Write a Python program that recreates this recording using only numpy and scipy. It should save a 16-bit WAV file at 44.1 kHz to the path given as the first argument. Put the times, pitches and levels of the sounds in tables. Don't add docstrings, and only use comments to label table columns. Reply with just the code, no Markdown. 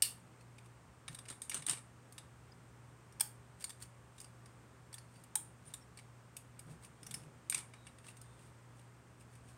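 import sys
import numpy as np
from scipy import signal
from scipy.fft import rfft, irfft, next_fast_len
from scipy.io import wavfile
from scipy.ndimage import map_coordinates

SR = 44100
rng = np.random.default_rng(int(sys.argv[2]) if len(sys.argv) > 2 else 0)


def wav_out(sig):
    wavfile.write(sys.argv[1], SR, np.round(np.clip(np.atleast_2d(sig).T, -1, 1) * 32767).astype(np.int16))


N = 422037


def amp(db):
    return 10 ** (np.asarray(db) / 20)


def unit(x):
    return x / np.sqrt(np.mean(x ** 2) + 1e-20)


def along(points, hz):
    f, v = np.transpose(points)
    return np.interp(np.log(hz + 1), np.log(f + 1), v)


def wobble(rate_hz):
    knots = rng.standard_normal(int(N * rate_hz / SR) + 4)
    return map_coordinates(knots, [np.arange(N) * rate_hz / SR])


def swell(mid_s, length_s):
    return np.exp(-2 * ((np.arange(N) / SR - mid_s) / length_s) ** 2)


def filtered(x, response):
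    size = next_fast_len(len(x) + SR // 2)
    return irfft(rfft(x, size) * response(np.fft.rfftfreq(size, 1 / SR)), size)[:len(x)]


def noise(spectrum):
    return unit(filtered(rng.standard_normal(N), lambda hz: amp(along(spectrum, hz))))


def add(track, start_s, sound):
    part = track[max(round(start_s * SR), 0):][:len(sound)]
    part += sound[:len(part)]


def resonance(f, hz, width_hz):
    return 1j * f * width_hz / (hz ** 2 - f ** 2 + 1j * f * width_hz)


# f/Hz, t60/s
ROOM_DECAY = [(300, 0.16), (850, 0.55), (2000, 0.28), (5000, 0.23), (9000, 0.26), (15000, 0.22)]
def room_tail(build_s=0.0016):
    hz, t, spectra = signal.stft(rng.standard_normal(SR // 3), SR, nperseg=256)
    decay = amp(-60 * t / along(ROOM_DECAY, hz)[:, None])
    tail = signal.istft(spectra * decay, SR, nperseg=256)[1]
    tail *= 1 - np.exp(-(np.arange(len(tail)) / SR / build_s) ** 2)
    return tail / np.linalg.norm(tail)


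def body(f, modes, ring_hz, ring_db, bars_db, bar_count=26):
    response = 1 + amp(ring_db) * resonance(f, ring_hz, width_hz=230)
    for (hz, width_hz, db), share in zip(modes, rng.standard_normal(len(modes))):
        response += amp(db + 2 * share) * resonance(f, hz, width_hz)
    for hz, share in zip(rng.uniform(2800, 15500, bar_count), rng.standard_normal(bar_count)):
        response += amp(bars_db) * share * resonance(f, hz, width_hz=65)
    return response


# low/Hz, high/Hz
REGISTERS = [(740, 2500), (2500, 6500), (6500, 11000), (11000, 16000)]
def contact(crackle_s, ring_hz, levels_db, modes, ring_db, bars_db, t60_s, later_db, wet_db, count=4):
    tail = room_tail()
    t = np.arange(len(tail)) / SR
    power = amp(-60 * t / t60_s) ** 2
    for k, (when, strength) in enumerate(rng.random((count, 2))):
        age = t - crackle_s * (k + when) / count
        power += (age > 0) * (amp(later_db - 60 * np.abs(age) / t60_s) * strength) ** 2
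    crackle = np.sqrt(power) * rng.standard_normal(len(t))
    blow = crackle / np.linalg.norm(crackle) + amp(wet_db) * tail
    response = body(np.fft.rfftfreq(len(t), 1 / SR), modes, ring_hz, ring_db, bars_db)
    ringing = irfft(rfft(blow) * response, len(t))
    sound = np.zeros(len(t))
    for db, edges_hz in zip(levels_db, REGISTERS):
        band = signal.sosfilt(signal.butter(3, edges_hz, 'bandpass', fs=SR, output='sos'), ringing)
        sound += amp(db) * band / np.std(band[:SR // 100])
    return sound


def contacts(table, modes, gain_db, **settings):
    track = np.zeros(N)
    for s, crackle_s, ring_hz, *levels_db in table:
        add(track, s, contact(crackle_s, ring_hz, levels_db, modes, **settings))
    return amp(gain_db) * track


def voiced(table, colour_db, crackle_s, halving_db=5.5):
    tilt = np.arange(len(REGISTERS)) - (len(REGISTERS) - 1) / 2
    rows = []
    for s, ring_hz, db, hardness in table:
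        levels_db = db + np.array(colour_db) + hardness * tilt
        rows.append((s, crackle_s * 2 ** (-hardness / halving_db), ring_hz, *levels_db))
    return rows


# f/Hz, level/dB re mains tone
HUM_TONES = [(71.5, -18), (177.6, -17), (240, -15.5), (403.7, -21), (531.5, -20.5)]
def hum(mains_hz=120, beat_hz=1.84, level_db=-62.5, motor_db=-13.5, waver_db=1.4, drift_rad=0.11):
    t = np.arange(N) / SR - 0.1
    track = np.zeros(N)
    for hz, db in [(mains_hz, 0), (mains_hz - beat_hz, motor_db)] + HUM_TONES:
        rms = amp(level_db + db + waver_db * wobble(3.7))
        track += rms * np.sqrt(2) * np.sin(2 * np.pi * hz * t + drift_rad * wobble(7.5))
    return track


# f/Hz, relative density/dB
AIR_SPECTRUM = [(20, -35), (30, -25), (42, -19), (62, 0), (75, -1.5), (95, -4), (150, -1.5), (200, -6.5),
                (400, -10), (600, -13), (1150, -12), (2200, -20), (4000, -29), (7500, -29.5), (9000, -37),
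                (16000, -41)]
def air(level_db=-62.5, waver_db=0.27):
    return amp(level_db + waver_db * wobble(3.01)) * noise(AIR_SPECTRUM)


# f/Hz, width/Hz, gain/dB
FRAME_MODES = [(1190, 310, -2), (1843, 180, 9), (2280, 150, 9), (2840, 280, 7), (3590, 340, 9),
               (4630, 210, 9.5), (5160, 243, 1), (8620, 1000, -1), (9500, 400, -7.5), (12800, 1500, -10)]
# t/s, crackle/s, ring/Hz, knock/dB, clack/dB, click/dB, crispness/dB
GATE_CUT = [(0.0215, 0.0018, 4300, -47, -31.5, -31.5, -35)]
def snip():
    return contacts(GATE_CUT, FRAME_MODES, gain_db=-0.5, ring_db=16, bars_db=10,
                    t60_s=0.014, later_db=-5, wet_db=-2.5)


# middle t/s, length/s, f/Hz, level/dB
STRAIN_CREAKS = [(.415, 0.021, 4220, -75), (2.524, 0.008, 4980, -62.5), (5.17, .03, 4640, -72),
                 (5.677, 0.023, 9170, -63.5), (5.822, .018, 5480, -68.5), (7.827, 0.11, 3830, -74),
                 (8.306, 0.16, 3570, -80)]
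def creaks(width_hz=220):
    track = np.zeros(N)
    for s, length_s, hz, db in STRAIN_CREAKS:
        ring = filtered(rng.standard_normal(N), lambda f: resonance(f, hz, width_hz) ** 2)
        track += amp(db) * swell(s, length_s) * unit(ring)
    return track


# f/Hz, relative density/dB
RUB_SPECTRUM = [(60, -34), (110, -3), (150, 12.5), (220, -9.5), (400, -9), (900, -18), (2500, -29),
                (8000, -73)]
HISS_SPECTRUM = [(500, -20), (1500, -3), (3000, -3.5), (6000, -5.5), (9000, -5.5), (12000, -13),
                 (16000, -15)]
# middle t/s, length/s, rub/dB, hiss/dB
HAND_STROKES = [(0.416, 0.027, -75, -81), (0.657, .025, -77, -73.5), (1.127, 0.036, -58, -66),
                (3.616, .025, -76, -59.5), (3.825, 0.032, -78, -61), (4.207, .08, -79, -74),
                (5.172, 0.1, -76, -75), (5.69, .07, -69, -69.5), (6.712, 0.063, -52.5, -69.5),
                (6.845, 0.034, -72, -65), (7.137, 0.14, -56.5, -69), (7.264, 0.16, -59.5, -102),
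                (8.083, .05, -61, -64), (8.45, 0.076, -87, -72), (8.797, 0.055, -79, -74),
                (9.209, 0.025, -77.5, -70), (9.347, .044, -86, -71), (9.504, 0.071, -70, -72)]
def hands(grain_db=3, crackle_db=4):
    rub = unit(amp(grain_db * wobble(260)) * noise(RUB_SPECTRUM))
    hiss = unit(amp(crackle_db * wobble(700)) * noise(HISS_SPECTRUM))
    return sum(swell(s, length_s) * (amp(rub_db) * rub + amp(hiss_db) * hiss)
               for s, length_s, rub_db, hiss_db in HAND_STROKES)


TICK_COLOUR = [-6, 1, -1, -11]
# t/s, ring/Hz, level/dB, hardness/dB per register
FLEX_TICKS = [(.5825, 2450, -63.5, -5), (1.08, 3680, -50, -5.5), (1.1467, 3820, -54, 0),
              (1.1874, 3600, -55, -1.5), (1.2543, 2210, -63.5, -5), (2.1233, 4270, -63.5, 4.5),
              (2.1805, 3600, -53, -2.5), (3.124, 5360, -69.5, 2), (3.1979, 5170, -49, 1),
              (3.623, 4700, -59, -.5), (3.6412, 4370, -44, 1), (3.694, 4730, -56, 1.5),
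              (3.7028, 3560, -54.5, 0), (3.8224, 4500, -53.5, 2), (4.1807, 3720, -62, -1.5),
              (4.202, 4900, -56.5, 2.5), (4.213, 4930, -62, 4), (4.2435, 4820, -61, -1),
              (4.4585, 4820, -65, -0.5), (4.928, 4530, -58.5, -2), (4.941, 3530, -53, 2),
              (4.982, 4400, -57.5, -2.5), (5.2375, 2210, -67, 7), (5.738, 3670, -49.5, 1.5),
              (5.973, 4470, -60, -2), (5.9888, 2230, -61.5, -4.5), (6.3665, 2630, -52.5, 5),
              (6.5925, 2220, -58, 4.5), (6.847, 2470, -62, 1), (7.0306, 5240, -59.5, -1.5),
              (7.0655, 5640, -53.5, 2), (7.11, 3500, -51.5, 0.5), (7.1412, 5220, -44.5, 1.5),
              (8.1685, 2210, -65, 2.5), (8.2143, 4800, -63, 5)]
def ticks(catch_hz=2600, catch_db=-72, catch_hardness_db=-2.5):
    catches = [(s + 0.25 * length_s * rng.standard_normal(), catch_hz, catch_db, catch_hardness_db)
               for s, length_s, *_ in HAND_STROKES]
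    rows = voiced(FLEX_TICKS + catches, TICK_COLOUR, crackle_s=0.0035)
    return contacts(rows, FRAME_MODES, gain_db=-1, ring_db=21, bars_db=9,
                    t60_s=0.024, later_db=-2, wet_db=-8.5)


# t/s, level/dB
DESK_THUDS = [(1.094, -50), (1.545, -55), (1.586, -49), (1.675, -65), (1.702, -46.5), (1.745, -63),
              (7.546, -54.5)]
def desk(thud_hz=145, t60_s=0.19, attack_s=0.0023):
    track, t = np.zeros(N), np.arange(SR // 4) / SR
    envelope = amp(-60 * t / t60_s) * (1 - np.exp(-t / attack_s))
    for s, db in DESK_THUDS:
        add(track, s, amp(db) * envelope * np.sin(2 * np.pi * thud_hz * t))
    return track


def clatter(table, colour_db, flight_s=0.025, loss_db=17.5):
    flights_s = flight_s * np.exp(0.33 * rng.standard_normal(len(table)))
    rebounds = [(s + delay_s, ring_hz, db - loss_db, hardness)
                for (s, ring_hz, db, hardness), delay_s in zip(table, flights_s)]
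    rows = voiced(table + rebounds, colour_db, crackle_s=0.0024)
    return contacts(rows, FRAME_MODES, gain_db=-1.5, ring_db=15, bars_db=9,
                    t60_s=0.016, later_db=2, wet_db=-6)


NIPPER_COLOUR = [-6, -0.5, 0, -16]
# t/s, ring/Hz, level/dB, hardness/dB per register
NIPPER_IMPACTS = [(1.2855, 3750, -53.5, -3), (1.3008, 3800, -52.5, 2.5), (1.3253, 3510, -62, -6),
                  (1.4182, 3770, -50, 3), (1.4955, 2820, -45, 2.5), (1.5149, 2440, -50.5, -7.5),
                  (1.544, 2980, -43, 2.5), (1.622, 3490, -56, -4), (1.665, 3730, -43, 2.5),
                  (1.685, 2860, -47, -1), (1.6955, 2850, -38, 1.5), (1.7105, 3840, -44.5, -0.5),
                  (1.731, 2410, -52, -4), (1.771, 2380, -66, -5)]
def nippers_down():
    return clatter(NIPPER_IMPACTS, NIPPER_COLOUR)


# f/Hz, relative density/dB
SCRAPE_SPECTRUM = [(120, -15), (260, 7), (500, -0.5), (900, -1), (1300, 4), (2300, -5), (4000, 1),
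                   (6000, -9), (9000, 0.5), (11000, -43), (16000, -24)]
# middle t/s, length/s, level/dB
EDGE_RATTLES = [(1.308, 0.031, -56.5), (1.549, 0.02, -50.5), (1.573, 0.042, -52.5), (1.687, 0.022, -46.5),
                (1.723, 0.031, -52.5), (1.78, 0.022, -59), (7.584, 0.036, -55), (7.87, 0.044, -74),
                (8.08, 0.037, -67), (8.29, 0.31, -78.5)]
def rattle(grain_db=4):
    pressure = sum(amp(db) * swell(s, length_s) for s, length_s, db in EDGE_RATTLES)
    return pressure * unit(amp(grain_db * wobble(500)) * noise(SCRAPE_SPECTRUM))


# f/Hz, width/Hz, gain/dB
PART_MODES = [(855, 86, 14.5), (1645, 180, 6.5), (2360, 47, 11), (3340, 200, 8.5), (5300, 160, 8),
              (7300, 500, 0), (8920, 1100, 6.5), (10800, 600, 3), (13500, 1200, 10)]
# t/s, crackle/s, ring/Hz, knock/dB, clack/dB, click/dB, crispness/dB
GATE_SNAPS = [(3.2072, 0.0046, 4700, -45, -37, -35, -35.5), (5.3544, 0.0042, 3780, -46, -44, -36, -41)]
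def snaps():
    return contacts(GATE_SNAPS, PART_MODES, gain_db=0, ring_db=11, bars_db=5.5,
                    t60_s=0.011, later_db=1.5, wet_db=-9)


LANDING_COLOUR = [-4, 0.5, 1, -13.5]
# t/s, ring/Hz, level/dB, hardness/dB per register
FRAME_LANDINGS = [(7.4977, 2210, -43, 6.5), (7.5237, 2300, -48, -6.5), (7.5453, 2320, -39.5, 0.5),
                  (7.578, 2210, -52, 1), (7.7365, 2350, -64, -7), (7.8675, 2800, -60.5, -5),
                  (7.985, 2710, -67.5, -4.5), (8.0426, 3220, -70, -7), (8.0833, 2710, -60.5, -5)]
def frame_drop():
    return clatter(FRAME_LANDINGS, LANDING_COLOUR)


def scene():
    plastic = snip() + creaks() + ticks() + nippers_down() + rattle() + snaps() + frame_drop()
    return (plastic + hum() + air() + hands() + desk())[None]


def record(dry, port_hz=8650, port_width_hz=560, port_db=11, top_hz=15800):
    coloured = filtered(dry[0], lambda f: 1 + amp(port_db) * resonance(f, port_hz, port_width_hz))
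    return filtered(coloured, lambda f: 1 / np.sqrt(1 + (f / top_hz) ** 200))[None]


dry = scene()
out = record(dry)
wav_out(out)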